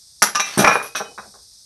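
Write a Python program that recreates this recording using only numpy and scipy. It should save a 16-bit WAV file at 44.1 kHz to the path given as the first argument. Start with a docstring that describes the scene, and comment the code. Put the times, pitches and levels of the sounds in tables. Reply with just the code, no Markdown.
"""A faint high hiss and low rumble lie outdoors; then a hand snaps two stacked concrete slabs.
The halves knock and grind together as they drop, thud onto a cardboard box, topple on the paving
and rock to rest. Each impact is an impulse with a burst of crumbling, and some leave a half ringing
in its normal modes. A patio roof reflects each blow, and a small microphone close by overloads."""
import sys
import numpy as np
from scipy import signal
from scipy.fft import rfft, irfft
from scipy.io import wavfile

SR = 44100
rng = np.random.default_rng(int(sys.argv[2]) if len(sys.argv) > 2 else 0)


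def store_wav(level_fs):
    """Save 16-bit WAV to argv[1]."""
    pcm = np.round(np.clip(np.atleast_2d(level_fs), -1, 1) * 32767)
    wavfile.write(sys.argv[1], SR, pcm.T.astype(np.int16))


N = 72765


def amp(db):
    """Amplitude ratio of a level in decibels."""
    return 10 ** (np.asarray(db) / 20)


def unit_rms(x):
    """Normalisation to an rms of 1."""
    return x / np.sqrt(np.mean(abs(x) ** 2) + 1e-20)


def curve_at(points, hz):
    """Interpolation of (f, value) points on a logarithmic frequency axis."""
    f, value = np.transpose(points)
    return np.interp(np.log(hz + 1), np.log(f), value)


def add(mix, start_s, sound):
    """Superposition: a sound adds to the mix from its onset."""
    part = mix[round(start_s * SR):][:len(sound)]
    part += sound[:len(part)]


def coloured(x, spectrum, edge_hz, size=4096):
    """Minimum-phase filtering to a spectrum, with a third-order roll-off above the edge."""
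    hz = abs(np.fft.fftfreq(size, 1 / SR))
    gain = amp(curve_at(spectrum, hz)) / np.sqrt(1 + (hz / edge_hz) ** 6)
    log_response = np.conj(signal.hilbert(np.log(gain + 1e-5)))
    taps = np.fft.ifft(np.exp(log_response)).real
    return signal.fftconvolve(x, taps[:size // 2])


def equalised(x, spectrum):
    """Zero-phase filtering of a full-length signal to a spectrum."""
    return irfft(rfft(x) * amp(curve_at(spectrum, np.fft.rfftfreq(N, 1 / SR))), N)


# Spectrum of the outdoor background: f/Hz, level/dB
OUTDOOR_SPECTRUM = [(25, -23), (40, -11.5), (58, -4), (80, -5), (130, -12), (250, -21.5), (450, -27.5),
                    (1000, -27.5), (2000, -30), (3000, -31), (3500, -14), (5100, -3), (6000, -6),
                    (7100, -14.5), (9000, -7.5), (10300, -19.5), (11400, -15), (12500, -26), (16000, -50.5)]
def outdoors(level_db=-48, swell_db=0.66):
    """Ambient noise, weakly modulated: a high hiss, likely insects in the trees, over a distant rumble."""
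    t = np.arange(N) / SR
    air = equalised(rng.standard_normal(N), OUTDOOR_SPECTRUM)
    swell = sum(np.sin(2 * np.pi * (hz * t + rng.random())) for hz in np.geomspace(1, 25, 20))
    return amp(level_db + swell_db * unit_rms(swell)) * unit_rms(air)


# Early reflections off floor and roof: delay/s, amplitude ratio
ECHOES = [(.0047, .25), (0.0145, .3), (.0225, .12)]
# Reverberation time of the patio: f/Hz, T60/s
PATIO_T60 = [(60, 0.29), (150, 0.39), (400, 0.31), (1000, 0.2), (2800, 0.28), (6000, .22), (12000, 0.22)]
# Hollow resonances of the patio: f/Hz, level/dB, T60/s
HOLLOWS = [(108, -12, 1.2), (138, -4, .9), (210, -4, .42), (274, -9, .3), (412, -14, .3), (465, -3, .6),
           (628, -9, .3), (807, 0, .45)]
def patio(x, tail_db=-3.5, rise_s=0.0029):
    """Convolution with an impulse response: a diffuse tail, early reflections and damped resonances."""
    t = np.arange(SR) / SR
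    reflections = rng.standard_normal(SR) * (rng.random(SR) < .15)
    hz, frame_s, bands = signal.stft(reflections, SR, nperseg=256)
    decay = amp(-60 * frame_s / curve_at(PATIO_T60, hz)[:, None])
    tail = signal.istft(bands * decay, SR, nperseg=256)[1][:SR]
    tail *= np.minimum(t / rise_s, 1) ** 2
    response = amp(tail_db) * tail / np.linalg.norm(tail)
    for delay_s, gain in ECHOES:
        add(response, delay_s, np.array([gain]))
    for mode_hz, db, t60 in HOLLOWS:
        scale = 2 * np.log(1000) / (t60 * SR)  # makes db the gain at resonance
        response += scale * amp(db - 60 * t / t60) * np.cos(2 * np.pi * mode_hz * t)
    return signal.fftconvolve(x, response)[:N]


# Showers of concrete crumbs: t/s, duration/s, level/dB, treble edge/Hz
SHOWERS = [(0.440, 0.32, -34.5, 6990), (0.467, 0.039, -43, 8000), (0.576, 0.0322, -20, 14000),
           (0.59, 0.044, -21, 13000), (0.655, 0.13, -34.5, 12000), (0.82, 0.068, -39, 14100),
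           (0.959, 0.035, -28, 8000)]
# Spectrum of the crumbs: f/Hz, level/dB
GRIT_SPECTRUM = [(100, -20), (500, -9), (1400, -2.5), (2600, -4.5), (3300, -5.5), (4400, -5.5),
                 (5000, -5.5), (5900, 2.5), (7000, -13), (9000, -6.5), (11400, -1), (12600, -8.5),
                 (15000, -34)]
def grit(grains_per_s=2700, spread_db=4.5, rise_s=.005, fade_db=-5):
    """Shot noise: crumbs scrape and scatter as tiny clicks of random timing and size."""
    out, size = np.zeros(N), SR // 2
    for start_s, length_s, db, edge_hz in SHOWERS:
        t = np.arange(0, length_s, 1 / SR)
        clicks = (rng.random(size) < grains_per_s / SR) * rng.choice([-1, 1], size)
        clicks = clicks * amp(spread_db * np.minimum(rng.exponential(1, size), 4))
        envelope = np.minimum(t / rise_s, 1) * amp(fade_db * t / length_s)
        shower = coloured(clicks[:len(t)] * envelope, GRIT_SPECTRUM, edge_hz)
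        add(out, start_s, amp(db) * shower / np.linalg.norm(shower) * np.sqrt(len(t) / 2))
    return out


def mode(hz, db, t60, rise_s=0.0031, waver_depth=.7, waver_share=.014):
    """Damped oscillation that wavers as the piece tumbles, at a rate proportional to its frequency."""
    t = np.arange(SR // 2) / SR
    steps = (rng.standard_normal(192) + 1j * rng.standard_normal(192)) / np.sqrt(2)
    waver = np.interp(t * 2 * waver_share * hz, np.arange(len(steps)), steps)
    phasor = np.exp(2j * np.pi * (hz * t + rng.random()) - np.log(1000) * t / t60)
    tone = ((1 + waver_depth * waver) * phasor).real
    return np.sqrt(2) * amp(db) * tone * np.minimum(t / rise_s, 1)


# Pings of small chips: t/s, f/Hz, level/dB, T60/s
CHIPS = [(0.4640, 10460, -42, .12), (0.4880, 4340, -46, .2), (0.5360, 4500, -33, .11),
         (0.5490, 4339, -37, .1), (0.5745, 8880, -20, .1), (0.5755, 8520, -26, .12),
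         (0.7370, 10987, -34, .17), (0.7390, 10420, -40, .2), (0.8250, 10400, -39, .28),
         (0.8380, 11350, -40, .2), (0.8300, 2510, -41, .38), (1.0450, 3010, -45, .35),
         (1.0480, 2520, -45, .22), (1.1800, 3830, -47, .2)]
def pinging_chips():
    """Free vibration in a single mode: each chip gives one high, dying tone."""
    out = np.zeros(N)
    for start_s, hz, db, t60 in CHIPS:
        add(out, start_s, mode(hz, db, t60))
    return out


# Normal modes of the four broken halves: half (0-3), f/Hz, level/dB, T60/s
HALF_MODES = [ (0, 974, -17, .2), (0, 1203, 0, .22), (0, 2466, -9, .18), (0, 2729, -9, .18),
              (0, 5383, -13, .16), (0, 5740, -6, .19), (0, 6158, -12, .19), (0, 11200, -17, .16),
              (1, 2008, -14, .7), (1, 2390, 2, .3), (1, 2654, -8, .43), (1, 3850, -3.5, .33),
              (1, 4043, -12, .33), (1, 5660, -5, .3), (1, 5938, -1, .22), (1, 6110, -2, .33),
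              (1, 9911, -14, .2), (1, 11500, -14, .15), (2, 1100, -5, .3), (2, 1335, -2, .3),
              (2, 1550, -4, .3), (2, 1707, -8, .3), (2, 2380, 2, .2), (2, 2446, 0.5, .31),
              (2, 2977, -20, .28), (2, 3800, -15, .4), (2, 5658, -9, .33), (3, 2514, 0.5, .26),
              (3, 2600, -1, .14), (3, 3010, -15, .42), (3, 3354, -3, .18), (3, 3830, -6, .35),
              (3, 4064, -7, .3), (3, 5459, -4, .25), (3, 5690, 2, .3), (3, 6142, -5, .3),
              (3, 8920, -7, .22), (3, 10401, -10, .25), (3, 11795, -9, .2)]
# Excitations of the halves: t/s, half (rounded; silent outside 0-3), level/dB
EXCITATIONS = [(0.2227, 0, -25), (0.3538, 0, -20.5), (0.3984, 1, -26.5), (0.469, 0.5, -40),
               (0.5900, 1, -28), (0.643, 2, -23), (0.6760, 2, -18.5), (0.7520, 2.5, -30.5),
               (0.8350, 3.5, -45), (0.9560, 3, -32.5), (1.1800, 3, -55)]
def ringing_halves():
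    """Modal superposition: a struck half rings in all of its own modes at once."""
    out = np.zeros(N)
    for start_s, struck, strike_db in EXCITATIONS:
        for half, hz, mode_db, t60 in HALF_MODES:
            if half == round(struck):
                add(out, start_s, mode(hz, strike_db + mode_db, t60))
    return out


def impacts(events, spectrum, crumble_ratio=1.5):
    """Impulsive excitation: each blow is a clean contact plus exponentially decaying crumbling noise."""
    out, t = np.zeros(N), np.arange(SR // 20) / SR
    for start_s, db, edge_hz, crumble_s in events:
        crumbs = coloured(rng.standard_normal(len(t)) * np.exp(-t / crumble_s), spectrum, edge_hz)
        contact = coloured(1. * (t == 0), spectrum, edge_hz)
        blow = contact / np.linalg.norm(contact) + crumble_ratio * crumbs / np.linalg.norm(crumbs)
        blow *= np.sqrt(SR / 100) / np.linalg.norm(blow)  # the energy of 10 ms at rms 1
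        add(out, start_s, amp(db) * blow)
    return out


# Thuds on the box, first pieces landing, then the box shifting: t/s, level/dB, treble edge/Hz, crumble time/s
THUDS = [(0.5742, -17.5, 650, .002), (0.5790, -21, 1800, .005), (0.5885, -18, 420, .002),
         (0.5938, -16, 2500, .003), (0.6042, -19, 750, .002), (0.6185, -17.5, 1200, .003),
         (0.6330, -22.5, 2500, .005), (1.0020, -45, 260, 0.0074), (1.0800, -52.5, 220, .012),
         (1.1900, -53, 250, 0.0079), (1.2750, -56, 249.4, .012)]
# Spectrum of a box thud: f/Hz, level/dB
THUD_SPECTRUM = [(25, -36), (60, -20), (100, -15), (140, -5), (220, -2.5), (400, 0), (800, -0.5),
                 (1100, -5), (1600, 2.5), (2200, -18.5), (5000, -24.5), (15000, -55)]
def box_thuds():
    """Impact on a compliant surface: pieces land on cardboard with little treble, and later the box shifts in
    soft low thuds."""
    return impacts(THUDS, THUD_SPECTRUM)


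# Knocks on the paving: t/s, level/dB, treble edge/Hz, crumble time/s
KNOCKS = [(0.6420, -17, 2570, 0.0031), (0.6455, -10.5, 3500, .002), (0.6480, -10.5, 3500, 0.0011),
          (0.6715, -16, 2970, 0.0013), (0.6752, -9, 4200, .0012), (0.6812, -16.5, 4500, .003),
          (0.6975, -25, 8020, .002), (0.7090, -19, 3000, .001), (0.7150, -18.5, 2980, .001),
          (0.7325, -28, 6000, 0.0013), (0.7515, -28, 2530, 0.00056), (0.7556, -15.5, 2500, 0.0018),
          (0.7860, -30, 2500, .002), (0.8000, -28.5, 2916, 0.00079), (0.8155, -30, 1900, 0.00064),
          (0.8450, -33.5, 2000, 0.0077), (1.0013, -29, 1380, .001), (1.0057, -26.5, 1400, 0.0018),
          (1.0108, -28, 1360, .001), (1.0520, -40.5, 2010, .003), (1.1150, -47, 700, .005),
          (1.1780, -36.5, 1690, 0.0034), (1.1835, -33, 1600, .003), (1.1890, -34, 1700, 0.0068),
          (1.2280, -47, 1300, .003), (1.2580, -46, 680, .007), (1.3410, -50.5, 950, .005),
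          (1.3530, -49, 820, .007), (1.3880, -58.5, 1000, .004)]
# Spectrum of a knock: f/Hz, level/dB
KNOCK_SPECTRUM = [(40, -34.5), (110, -25.5), (200, -17), (320, -15.5), (470, -1), (620, -4.5), (850, 1),
                  (1400, 2), (1900, -5), (2500, -8), (3100, -19.5), (3900, -13.5), (4700, -19), (5700, -3),
                  (7000, -22.5), (11500, -21.5), (15000, -44)]
def paving_knocks():
    """Inelastic collisions: pieces topple and rock to rest, the knocks growing weaker and duller."""
    return impacts(KNOCKS, KNOCK_SPECTRUM)


# Collisions between the halves: t/s, level/dB, treble edge/Hz, crumble time/s
CLACKS = [(0.3497, -24, 6950, 0.006), (0.3543, -18, 7000, 0.0069), (0.3603, -21.5, 12000, 0.0029),
          (0.3943, -26, 2000, 0.0017), (0.3980, -19, 4600, 0.0032), (0.4030, -19, 12000, 0.008),
          (0.9505, -30.5, 3200, 0.0028), (0.9543, -24, 3750, 0.0021)]
# Spectrum of a collision: f/Hz, level/dB
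CLACK_SPECTRUM = [(40, -32), (150, -16.5), (300, -18), (600, -8.5), (1100, 0.5), (1800, -0.5), (2200, -13),
                  (2600, -6.5), (3200, -13), (3900, -6), (4700, -13.5), (5900, 6), (7000, -14.5),
                  (9000, -15), (11000, -9.5), (12500, -21), (15000, -44.5)]
def clacking_halves():
    """Impact of stiff bodies: the brief contact of concrete on concrete gives a bright clack."""
    return impacts(CLACKS, CLACK_SPECTRUM)


# Cracks through the slabs: t/s, level/dB, treble edge/Hz, crumble time/s
CRACKS = [(0.2210, -14, 4510, 0.0012), (0.2243, -6.5, 12960, 0.0022), (0.2292, -16.5, 7000, 0.0006),
          (0.2360, -24.5, 9040, .001), (0.2470, -27.5, 12000, .004), (0.2720, -32.5, 2636, 0.0027)]
# Spectrum of a crack: f/Hz, level/dB
CRACK_SPECTRUM = [(40, -42.5), (110, -24.5), (180, -9), (300, -10.5), (600, -7), (1000, -4), (1500, -1),
                  (2200, -8.5), (3300, -14), (4500, -11.5), (5700, 2.5), (7200, -8.5), (9500, -13.5),
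                  (11200, 3), (12500, -11), (15000, -27)]
def snapping_slabs():
    """Brittle fracture: the slabs release their strain in a quick run of broadband cracks."""
    return impacts(CRACKS, CRACK_SPECTRUM)


def scene(low_cut_hz=55):
    """Superposition of direct and reflected sound; small pieces radiate little deep bass."""
    concrete = snapping_slabs() + clacking_halves() + box_thuds() + paving_knocks() + grit()
    concrete = signal.sosfilt(signal.butter(2, low_cut_hz, "highpass", fs=SR, output="sos"), concrete)
    return (concrete + patio(concrete) + ringing_halves() + pinging_chips() + outdoors())[None]


# Overall tone, with the highest treble dulled above about 12.5 kHz: f/Hz, level/dB
TREBLE_ROLLOFF = [(100, -0.5), (11500, 0), (12400, -1), (13200, -12.5), (16000, -15)]
def record(dry, ceiling=0.89, cutoff_hz=15800):
    """Saturation and band limiting: the loudest peaks clip, and the top octave falls away."""
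    clipped = np.clip(dry, -ceiling, ceiling)
    dulled = equalised(clipped, TREBLE_ROLLOFF)
    lowpass = signal.firwin(511, cutoff_hz, window=("kaiser", 9), fs=SR)
    return signal.oaconvolve(dulled, lowpass[None], "same")


dry = scene()
out = record(dry)
store_wav(out)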